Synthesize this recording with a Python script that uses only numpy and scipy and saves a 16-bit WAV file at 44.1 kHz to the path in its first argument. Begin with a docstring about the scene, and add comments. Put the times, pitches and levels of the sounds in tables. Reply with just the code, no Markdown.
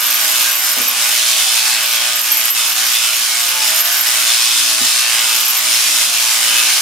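"""A sheep is shorn in a barn with a handpiece driven by a shaft from an overhead motor.
From the start the motor whines, the cutter rattles to and fro once a turn, and its bare steel pings.
With each push through the fleece, wool hisses between the teeth. Near 0.8 s something bumps dully
on the shearing board. Cutting and ringing take turns until, from 4.3 s, deep wool damps the steel.
A second bump comes at 4.8 s, the steel rings out again, and a last long push ends the scene."""
import sys
import numpy as np
from scipy import signal
from scipy.fft import rfft, irfft
from scipy.io import wavfile
from scipy.ndimage import uniform_filter1d

SR = 44100
rng = np.random.default_rng(int(sys.argv[2]) if len(sys.argv) > 2 else 0)


def transcribe(u):
    """Save the signal u as a 16-bit wav file named by the first command-line argument.

    u: samples, shape (n,) or (channels, n), limited to [-1, 1]; the rate is SR.
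    q: integer samples, one column per channel.
    """
    v = np.clip(np.atleast_2d(u).T, -1, 1)
    q = np.round(v * 32767).astype(np.int16)
    wavfile.write(sys.argv[1], SR, q)


N = 300321
TIME = np.arange(N) / SR

# Levels are relative. A "colour" lists how strong the low and high pitches of a sound are.
# turns of the drive shaft each second: t/s, f/Hz
SHAFT_SPEED = [(0, 58.55), (.6, 58.7), (1.05, 58.5), (1.4, 58.7), (2.0, 58.45), (2.3, 58.75), (2.7, 58.4),
               (3.2, 58.55), (3.9, 58.7), (4.3, 58.45), (5.0, 58.6), (5.35, 58.7), (6.2, 58.45),
               (6.81, 58.7)]
# pushes through the fleece: start/s, end/s, rattle rise/dB, hiss rise/dB, dullness change/dB
PUSHES = [(.19, .48, -1, 2, 0), (.64, .71, -2, 1.5, -3), (.96, 1.3, 1.5, 2, 0), (1.3, 1.73, 1, 2.5, -8),
          (1.75, 2.15, 2, -2, -2), (2.57, 2.66, -2.5, 2, 1), (2.77, 3.06, 2, 1.5, -2),
          (3.2, 3.4, 0, 0.6, -3), (3.6, 3.75, 0, 2, 3), (4.05, 4.27, 0.5, 3, 6), (4.26, 4.99, 1.5, 2.5, -9),
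          (5.02, 5.35, 1, 1, -6), (5.63, 5.84, 2, 3, 2), (5.86, 6.02, 1.5, 4, -5),
          (6.12, 6.85, 2.5, 3, 2.5)]
# colour of the rattle: f/Hz, level/dB
RATTLE_COLOUR = [(100, -41), (450, -25.5), (640, -5.5), (1000, -9.5), (1550, -1), (1950, -4.5), (2600, -3),
                 (2900, -3.5), (3450, -0.5), (4000, -3.5), (4700, -5.5), (5200, 0), (5750, -9),
                 (8000, -7.5), (16000, -27.5)]
# ticks as the cutter and the fork that drives it take up their play: place/turns, level/dB
TURN_TICKS = [(.02, 0), (.09, -2), (.35, -2), (.43, 0), (.49, 2), (.55, -3), (.96, -1)]
# colour of those ticks: f/Hz, level/dB
TICK_COLOUR = [(600, -29.5), (2000, -3), (2900, 1.5), (5300, -2.5), (9500, -9.5), (15000, -12)]
# colour of wool being cut: f/Hz, level/dB
WOOL_COLOUR = [(60, -41), (400, -49), (900, -10), (2500, -5), (5200, -.5), (6800, -0.5), (7600, -3.5),
               (9500, -1.5), (10700, -5), (12400, -7.5), (13500, -9), (14500, -10), (15700, -29)]
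# spells when the steel rings more (little wool) or less (deep wool): start/s, end/s, rise/dB
RING_SPELLS = [(-.1, .9, 13.5), (1.0, 1.15, 11), (1.77, 1.96, 11), (2.13, 2.55, 10.5), (2.64, 2.73, 14),
               (2.82, 2.96, 12), (3.11, 3.18, 11), (3.37, 3.54, 10), (3.62, 3.72, 12), (3.73, 4.04, 14),
               (4.05, 4.22, 9), (4.3, 5.1, -9), (5.18, 5.33, 7), (5.34, 5.6, 13), (5.95, 6.2, 2)]
# hardest knocks of cutter on comb: t/s, level/dB, time to fade by 60 dB/s
HARD_KNOCKS = [(.0622, -9.5, 0.23), (.1419, -9, .06), (.5291, -10, .06), (.5719, -11, .06),
               (.6439, -9, .07), (0.727, -12, .05), (.8169, -11, .06), (0.881, -6.5, .08), (2.158, -8, .06),
               (2.2128, -8, .06), (2.317, -4, .15), (2.369, -9, .06), (2.401, -9, .06), (2.453, -9, .07),
               (2.502, -6, 0.14), (3.7039, -12, .06), (3.803, -6.5, 0.17), (4.0095, -7, .08),
               (5.4499, -14, .06), (5.494, -12, .06)]
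# colour of the click that starts a ping: f/Hz, level/dB
CLICK_COLOUR = [(300, -40), (2500, -8), (12000, 0)]
# pitches at which the comb always rings: f/Hz
COMB_PITCHES = (2578, 3054, 3590, 5220)
# brief rings of comb and casing as the grip shifts: middle/s, f/Hz, level/dB, length/s
GRIP_RINGS = [(.465, 1590, -25, 0.19), (0.528, 2630, -31, 0.21), (0.675, 5260, -23.5, 0.21),
              (1.077, 2480, -22, 0.14), (1.33, 3590, -30, 1), (1.424, 770, -36.5, 0.35),
              (1.5, 5300, -29, .35), (1.7, 2620, -25, 0.7), (1.728, 4077, -20, 0.14),
              (1.998, 3330, -25, 0.38), (2.33, 2530, -28, 0.26), (2.62, 3580, -29, .16),
              (2.83, 3120, -28, 0.12), (2.955, 5350, -25, 0.23), (2.985, 3560, -22.5, 0.17),
              (3.008, 2610, -28, 0.13), (3.058, 1410, -29, 0.17), (3.352, 2200, -25, 0.19),
              (3.65, 5230, -24, 0.26), (4.08, 5200, -22, 0.15), (4.215, 1394, -28, 0.09),
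              (4.45, 5340, -22.5, 0.37), (4.52, 3550, -27, .3), (4.65, 2610, -28, 0.59),
              (4.955, 4460, -29, 0.18), (5.07, 2680, -22.5, 0.5), (5.175, 2930, -22, 0.26),
              (5.726, 5260, -24, 0.23), (5.95, 5300, -25, .15), (6.527, 3030, -26, .26),
              (6.563, 1580, -32, 0.46)]
# buzz of the casing as the hand turns it: t/s, level/dB
CASING_LEVEL = [(0, -23), (.45, -23.5), (.6, -24), (1.05, -23), (1.25, -29), (1.8, -23.5), (2.45, -26),
                (2.8, -23.5), (3.2, -30), (3.55, -23.5), (4.23, -25), (4.37, -27), (4.9, -29),
                (5.19, -21.5), (5.36, -25), (6.15, -29), (6.53, -21), (6.81, -25.5)]
# tones in that buzz: multiple of the shaft speed, level/dB
BUZZ_TONES = [(1, -37), (2, -27), (3, -17), (4, -8), (6, -14), (8, -12.5), (10, -5), (11, -8.5), (12, -2),
              (13, -5), (14, -5), (15, 2.5), (17, 1), (18, 1), (20, -3), (21, 7), (22, -1), (24, 3.5),
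              (25, 8), (27, -4), (28, 7.5), (29, -9), (30, 4.5), (36, 8.5), (38, 8), (40, 8), (44, 7.5),
              (49, 12.5), (52, 5)]
# single tones swelling and fading: middle/s, multiple of the shaft speed, rise/dB, length/s
BUZZ_SWELLS = [(1.55, 1, 15, 0.83), (3.4, 1, 18, .8), (5.5, 1, 14, 0.74), (6.15, 1, 22, 0.99),
               (1.05, 10, 9, 0.45), (2.0, 10, 10.5, 0.35), (6.55, 10, 8, 0.4), (0.45, 11, -2, 0.56),
               (1.29, 11, 19.5, 0.5), (2.1, 11, 14, 0.72), (3.72, 11, 6, 0.24), (4.12, 11, 16, 0.47),
               (4.7, 11, 16.5, 0.69), (6, 11, 10, .35), (6.6, 11, 9, 0.68), (2.13, 12, 10, 0.43),
               (3.4, 12, 13, 0.37), (4.9, 12, 12, 0.44), (1.64, 15, 9, 0.4), (2.37, 15, 6, 0.22),
               (3.59, 15, 11.5, .35), (5.4, 15, 1, .25), (6.3, 15, 13, 0.18)]
# spells when the cutter runs with no load: start/s, end/s, drop/dB
SLACK_SPELLS = [(.48, .93, 2.5), (2.19, 2.54, 2), (3.78, 4.03, 1.5), (5.42, 5.62, 0.5)]
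# the band of pitches that sounds under load: f/Hz, level/dB
LOAD_BAND = [(2700, -40), (3450, -3), (4700, -3), (5200, -32)]
# brief dips in the handpiece's level: middle/s, depth/dB, length/s
LEVEL_DIPS = [(0.56, 2, 0.27), (0.735, 2.5, 0.1), (0.879, 2, 0.14), (2.225, 4.5, 0.064), (2.525, 7, 0.076),
              (2.744, 3, 0.058), (3.827, 3.5, 0.058), (4.022, 2, 0.044)]
# the jointed drive tube drones as it swings: middle/s, level/dB, length/s
TUBE_SWINGS = [(.25, -52, .5), (2.31, -55, 0.3), (3.665, -53, 0.19), (4.24, -52, 0.16), (4.68, -45.5, 0.58),
               (5.7, -49, 0.2), (5.93, -51, 0.35), (6.563, -49, 0.45)]
# motor tones, spaced by multiples of twice the mains frequency: f/Hz, level/dB
MOTOR_TONES = [(1119, -39.5), (1238.7, -41.5), (1479, -40)]
# bumps on the board: t/s, level/dB, time to fade by 60 dB/s, straw scuff against thud/dB
BOARD_BUMPS = [(.765, -32.5, 0.38, 1), (.797, -37, 0.31, 3), (0.917, -42, 0.2, -10),
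               (4.807, -25, 0.16, -30), (4.831, -34, .09, -31)]
# colour of a thud: f/Hz, level/dB
THUD_COLOUR = [(40, -40), (85, -17), (125, -5), (180, -4.5), (250, 3), (390, -3.5), (550, -37), (1200, -43)]
# colour of a scuff of straw: f/Hz, level/dB
STRAW_COLOUR = [(150, -36), (450, 8), (900, 0), (2500, -35)]
# the board rumbles as the weight on it shifts: t/s, level/dB, time to fade by 60 dB/s
WEIGHT_SHIFT = (.79, -43.5, 1.0)
# colour of that rumble: f/Hz, level/dB
RUMBLE_COLOUR = [(35, -20), (100, 0), (260, -22)]
# colour of the barn's background: f/Hz, level/dB
BARN_COLOUR = [(20, -60), (68, -47), (105, -19), (165, -3.5), (240, 5), (340, 0), (500, 3.5), (800, 10),
               (1500, -1.5), (4000, -38)]
# sound arriving from the sides: f/Hz, side minus middle/dB
SIDE_COLOUR = [(100, -43), (350, -18), (700, -10.5), (1400, -9), (2800, -5), (5500, -3), (10000, -2.5),
               (15000, 2.5)]
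# balance of the two microphones: f/Hz, left minus right/dB
BALANCE = [(100, 1.5), (1400, 4), (2300, 3), (3000, 1), (4200, 3.5), (5300, 3), (7000, 1), (9500, 0.5),
           (15000, -0.5)]
# the handpiece's place between them: t/s, left minus right/dB
TOOL_PLACE = [(0, -3), (3.75, -3.5), (4.75, -2.1), (5.25, -3), (6.81, -2.5)]

BITE_S, LEAVE_S = 0.014, 0.054  # time the comb takes to enter and to leave the wool


def handpiece(turns, ticks, rattle_db, hiss_db, dull_db, room_db=-5):
    """The tool in the hand: rattling steel, hissing wool and a buzzing casing, with the barn's echo."""
    casing_db = curves(CASING_LEVEL)[0]
    knocks = casing_turn(rattle(turns))
    # the casing gives off the low part of the knocks, the fork the middle, the comb the top
    clatter = coloured(knocks, [(1850, 1.0), (2400, -12.5)])
    fork = coloured(knocks - clatter, [(3000, -1.5), (3800, -30)])
    comb = knocks - clatter - fork
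    steel = evened(fork * gain_of(dull_db / 2) + comb * gain_of(-dull_db / 2))
    hiss = wool_hiss(turns)
    steel = evened(steel + gain_of(-0.5) * ticking(ticks))
    tool = slackened(steel * gain_of(rattle_db) + hiss * gain_of(hiss_db))
    tool = tool + evened(clatter) * gain_of(casing_db - 3)
    echo = gain_of(room_db) * moving_echo(tool, fade_s=0.32, laps_per_s=2.6)
    tool = evened(tool + echo) * np.std(tool)
    buzz = casing_buzz(turns) * gain_of(casing_db - 3.5)
    dip_db = sum(depth * swell(s, length) for s, depth, length in LEVEL_DIPS)
    return (tool + buzz) * gain_of(-dip_db)


def rattle(turns, count=26, spread_turns=.2, creep_turns=.016, jitter_s=.000085, uneven_db=2):
    """Loose joints knock in every turn, bunched round the two points where the cutter turns back."""
    knocks, whole = np.zeros(N), np.arange(1, int(turns[-1]))
    when = np.interp(whole, turns, TIME)
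    for k in range(count):
        offset = spread_turns * (2 * (k + rng.random()) / count - 1)
        place = k % 2 / 2 + offset + creep_turns * drift(when, 1.8)
        slip, force = rng.standard_normal((len(whole), 2)).T
        # the play in each joint blurs the high tones into a rasp
        at = np.interp(whole + place, turns, TIME) + jitter_s * slip
        strength = gain_of(uneven_db * (force + drift(when, 3)))
        knocks[np.clip(np.round(at * SR).astype(int), 0, N - 1)] += rng.choice([-1, 1]) * strength
    return evened(coloured(moving_echo(knocks, fade_s=0.023, laps_per_s=0.696), RATTLE_COLOUR))


def tick_pattern(turns, creep_turns=.016, jitter_s=.00004, uneven_db=1.4, fading_db=2.5):
    """When and how hard each tick strikes: it returns once a turn and creeps as the drive joints bend."""
    whole, ticks = np.arange(1, int(turns[-1]) - 1), []
    when = np.interp(whole, turns, TIME)
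    for place, db in TURN_TICKS:
        slip, force = rng.standard_normal((len(whole), 2)).T
        at = np.interp(whole + place + creep_turns * drift(when, 1.2), turns, TIME) + jitter_s * slip
        strength = gain_of(db + uneven_db * force + fading_db * drift(when, 1.987))
        ticks.append((np.round(at * SR).astype(int), strength))
    return ticks


def ticking(ticks, fade_s=.0035, size=256):
    """Each contact of fork and cutter has its own very short ring, the same at every turn."""
    out = np.zeros(N + size)
    for at, strength in ticks:
        ring = evened(rng.standard_normal(size) * gain_of(-60 * TIME[:size] / fade_s))
        out[at[:, None] + np.arange(size)] += strength[:, None] * ring
    return evened(coloured(out[:N], TICK_COLOUR))


def wool_hiss(turns, depth=0.09, lopsided=0.08, grain_db=1.5, flutter_db=0.7):
    """Fibres snap between the teeth, a little louder on each swing of the cutter."""
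    pulse = 1 + depth * (np.cos(4 * np.pi * turns) + np.cos(8 * np.pi * turns))
    pulse += lopsided * np.sin(2 * np.pi * turns)
    noise = rng.standard_normal(N)
    grain = evened(uniform_filter1d(rng.standard_normal(N), size=24))
    snaps = noise * gain_of(grain_db * grain + flutter_db * drift(TIME, 35))
    return evened(coloured(snaps * pulse, WOOL_COLOUR))


def steel_ring(turns, ring_hz=12870, upper_hz=13200, knocks_per_s=800, damped_db=-35):
    """Steel hits steel: many small knocks and a few hard ones make the cutter ring; wool damps it."""
    chance = knocks_per_s / SR * (1 + 0.37 * np.cos(4 * np.pi * turns))
    knocks = (rng.random(N) < chance) * rng.choice([-1, 1], N)
    knocks = knocks * gain_of(4 * np.clip(rng.standard_normal(N), -2, 2))
    sizzle = resonate(coloured(knocks, [(12300, -30), (12900, 10)]), upper_hz, width_hz=850)
    ring = evened(resonate(knocks, ring_hz, width_hz=90)) + gain_of(-3) * evened(sizzle)
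    bare_db = held(RING_SPELLS, rise_s=0.04, fall_s=0.07)[0]
    ring = evened(ring) * gain_of(damped_db + bare_db + 1.5 * drift(TIME, 24))
    t = TIME[:6000]
    for s, db, fade_s in HARD_KNOCKS:
        ping = np.exp(2j * np.pi * (ring_hz + rng.uniform(0, 53)) * t) * gain_of(-60 * t / fade_s)
        click = gain_of(-13 - 60 * t / .005) * evened(coloured(rng.standard_normal(len(t)), CLICK_COLOUR))
        add(ring, s, gain_of(db - 4) * (ping + click))
    # so short a wave reaches the two microphones out of step
    return np.array([gain_of(2.0) * (ring * np.exp(1j * 1.17)).real, gain_of(4.5) * ring.real])


def comb_ring(ticks, rattle_db, scrape_db=-1, steady_db=-17):
    """Ticks and scraping keep the comb ringing; single pitches swell and die as the grip shifts."""
    drive = ticking(ticks) + gain_of(scrape_db) * rng.standard_normal(N)
    out = sum(evened(signal.lfilter(*signal.iirpeak(hz, Q=100, fs=SR), drive)) for hz in COMB_PITCHES)
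    out *= gain_of(rattle_db + steady_db - held(SLACK_SPELLS, BITE_S, LEAVE_S)[0])
    for s, hz, db, length in GRIP_RINGS:
        near = abs(TIME - s) < length / 2
        ring = signal.lfilter(*signal.iirpeak(hz, Q=25, fs=SR), drive[near])
        out[near] += gain_of(db) * evened(ring) * np.hanning(len(ring))
    return out


def casing_buzz(turns, sway_rad=0.058, fading_db=1.6, step=6):
    """Clean tones at multiples of the shaft speed; each swells and fades in its own time."""
    t, out = TIME[::step], 0
    for k, db in BUZZ_TONES:
        phase = sway_rad * k * drift(t, 5) + 2 * np.pi * rng.random()
        rise_db = sum(rise * swell(s, length)[::step]
                      for s, multiple, rise, length in BUZZ_SWELLS if multiple == k)
        strength = gain_of(db + rise_db + fading_db * drift(t, 10))
        out = out + strength * np.cos(2 * np.pi * k * turns[::step] + phase)
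    return evened(signal.resample_poly(out, step, 1)[:N])


def cutter_load(idle_rattle_db=-20, idle_hiss_db=-18, idle_dull_db=4):
    """Rattle, hiss and dullness in dB: each push loads the cutter, and the wool is lumpy."""
    rattle_db, hiss_db, dull_db = held(PUSHES, BITE_S, LEAVE_S)
    lumps_db = 0.51 * drift(TIME, 11)
    return idle_rattle_db + rattle_db + lumps_db, idle_hiss_db + hiss_db + lumps_db, idle_dull_db + dull_db


def slackened(x):
    """With the load off the cutter, its upper middle pitches get weaker."""
    drop_db = held(SLACK_SPELLS, rise_s=0.032, fall_s=0.045)[0]
    return x - coloured(x, LOAD_BAND) * (1 - gain_of(-drop_db))


def casing_turn(x, depth_db=0.5):
    """The casing sends each band of pitches its own way, so bands swell and fade as it turns."""
    bands = signal.stft(x, nperseg=1024)[2]
    patches = rng.standard_normal(bands.shape)
    for _ in range(2):
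        patches = uniform_filter1d(uniform_filter1d(patches, size=6, axis=0), size=12, axis=1)
    return evened(signal.istft(bands * gain_of(depth_db * evened(patches)), nperseg=1024)[1][:N])


def board_bumps(rise_s=0.0035, board_hz=250):
    """Soft, heavy knocks on the board, with a scuff of straw and a low rumble as the weight settles."""
    out, t = np.zeros(N), TIME[:SR // 2]
    onset = 1 - np.exp(-t / rise_s)
    for s, db, fade_s, scuff_db in BOARD_BUMPS:
        thud, scuff = noise_of(THUD_COLOUR, len(t)), noise_of(STRAW_COLOUR, len(t))
        thud = evened(thud + np.sqrt(2) * np.sin(2 * np.pi * board_hz * t))  # the board's own note
        add(out, s, (thud + gain_of(scuff_db) * scuff) * gain_of(db - 60 * t / fade_s) * onset)
    s, db, fade_s = WEIGHT_SHIFT
    add(out, s, noise_of(RUMBLE_COLOUR, len(t)) * gain_of(db - 60 * t / fade_s) * onset)
    return out


def motor_whine(waver_rad=0.089, fading_db=2):
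    """Magnetic forces make the overhead motor whine steadily."""
    out = 0
    for hz, db in MOTOR_TONES:
        strength = np.sqrt(2) * gain_of(db + fading_db * drift(TIME, 6.3))
        out = out + strength * np.sin(2 * np.pi * hz * TIME + waver_rad * drift(TIME, 4.4))
    return out


def tube_drone(turns, rest_db=-54.5):
    """The drive tube hums at five times the shaft speed, louder when it swings."""
    swings = sum(gain_of(db) * swell(s, length) for s, db, length in TUBE_SWINGS)
    return np.sqrt(2) * np.sin(2 * np.pi * 5 * turns) * (gain_of(rest_db) + swings)


def barn(level_db=-42, swell_db=1.5):
    """The barn's soft background noise gently rises and falls."""
    return noise_of(BARN_COLOUR, N) * gain_of(level_db + swell_db * drift(TIME, 4.6))


def moving_echo(x, fade_s, laps_per_s):
    """Two echoes blend back and forth as the handpiece travels over the sheep."""
    angle = 2 * np.pi * (laps_per_s * TIME + .15 * drift(TIME, 1))
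    return echoed(x, fade_s) * np.cos(angle) + echoed(x, fade_s) * np.sin(angle)


def echoed(x, fade_s, size=12000):
    """Many close reflections that die away, equally strong at low and high pitches."""
    spectrum = rfft(rng.standard_normal(size) * gain_of(-60 * TIME[:size] / fade_s))
    spectrum /= np.sqrt(uniform_filter1d(abs(spectrum) ** 2, size=16))
    return signal.oaconvolve(x.astype(np.float32), irfft(spectrum).astype(np.float32))[:N]


def gain_of(db):
    """Turns decibels into a factor to multiply by."""
    return 10 ** (np.asarray(db) / 20)


def evened(x):
    """Scales a sound to an average power of one."""
    return x / np.sqrt(np.mean(abs(x) ** 2) + 1e-20)


def curves(rows):
    """Joins each column of a table by straight lines in time."""
    s, *columns = np.transpose(rows)
    return [np.interp(TIME, s, c) for c in columns]


def held(rows, rise_s, fall_s):
    """Each row rises at its start, holds and falls at its end; one curve per value column."""
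    return sum(np.outer(values, np.clip((TIME - start) / rise_s, 0, 1)
                        - np.clip((TIME - end) / fall_s, 0, 1)) for start, end, *values in rows)


def swell(middle, length):
    """A smooth rise to one and back."""
    return np.cos(np.pi * np.clip((TIME - middle) / length, -.5, .5)) ** 2


def drift(t, rate, count=12):
    """A random wobble of about size one, moving up to rate times a second."""
    speed, start = rng.random((2, count, 1))
    coarse = np.linspace(0, N / SR, 700)
    waves = np.sin(2 * np.pi * (rate * speed * coarse + start))
    return np.interp(t, coarse, waves.sum(0) * np.sqrt(2 / count))


def coloured(x, colour, size=4096):
    """Filters a sound by a list of f/Hz, level/dB points."""
    hz, db = np.transpose(colour)
    curve_db = np.interp(np.log(np.fft.rfftfreq(size, 1 / SR) + 1), np.log(hz + 1), db)
    taps = np.fft.fftshift(irfft(gain_of(curve_db))) * np.hanning(size)
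    return signal.oaconvolve(x.astype(np.float32), taps[1:].astype(np.float32), "same")


def noise_of(colour, size):
    """Noise with the given colour."""
    return evened(coloured(rng.standard_normal(size), colour))


def resonate(x, hz, width_hz):
    """Rings at one pitch, as a complex wave; a narrower width rings longer."""
    return signal.lfilter([1], [1, -np.exp((2j * np.pi * hz - np.pi * width_hz) / SR)], x + 1e-18)


def add(mix, s, sound):
    """Adds a sound at time s."""
    part = mix[max(round(s * SR), 0):][:len(sound)]
    part += sound[:len(part)]


def scene():
    """The shearing heard from the front and, scattered by the barn, from the sides."""
    turns = np.cumsum(curves(SHAFT_SPEED)[0] + .1 * drift(TIME, 6)) / SR
    rattle_db, hiss_db, dull_db = cutter_load()
    ticks = tick_pattern(turns)
    mid = handpiece(turns, ticks, rattle_db, hiss_db, dull_db) + comb_ring(ticks, rattle_db)
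    mid = mid + motor_whine() + tube_drone(turns) + board_bumps() + barn()
    side = handpiece(turns, ticks, rattle_db, hiss_db, dull_db) + board_bumps() + barn()
    side = coloured(side, SIDE_COLOUR)
    place = gain_of(curves(TOOL_PLACE)[0] / 2)
    left = coloured(mid + side, [(hz, db / 2) for hz, db in BALANCE]) * place
    right = coloured(mid - side, [(hz, -db / 2) for hz, db in BALANCE]) / place
    return gain_of(-1.5) * np.array([left, right]) + steel_ring(turns)


def record(dry):
    """Clips peaks at full scale, then cuts the treble above 15850 Hz."""
    low_pass = signal.firwin(511, 15850, window=("kaiser", 9), fs=SR)
    return signal.oaconvolve(np.clip(dry, -1, 1), low_pass[None], "same", axes=1)


dry = scene()
out = record(dry)
transcribe(out)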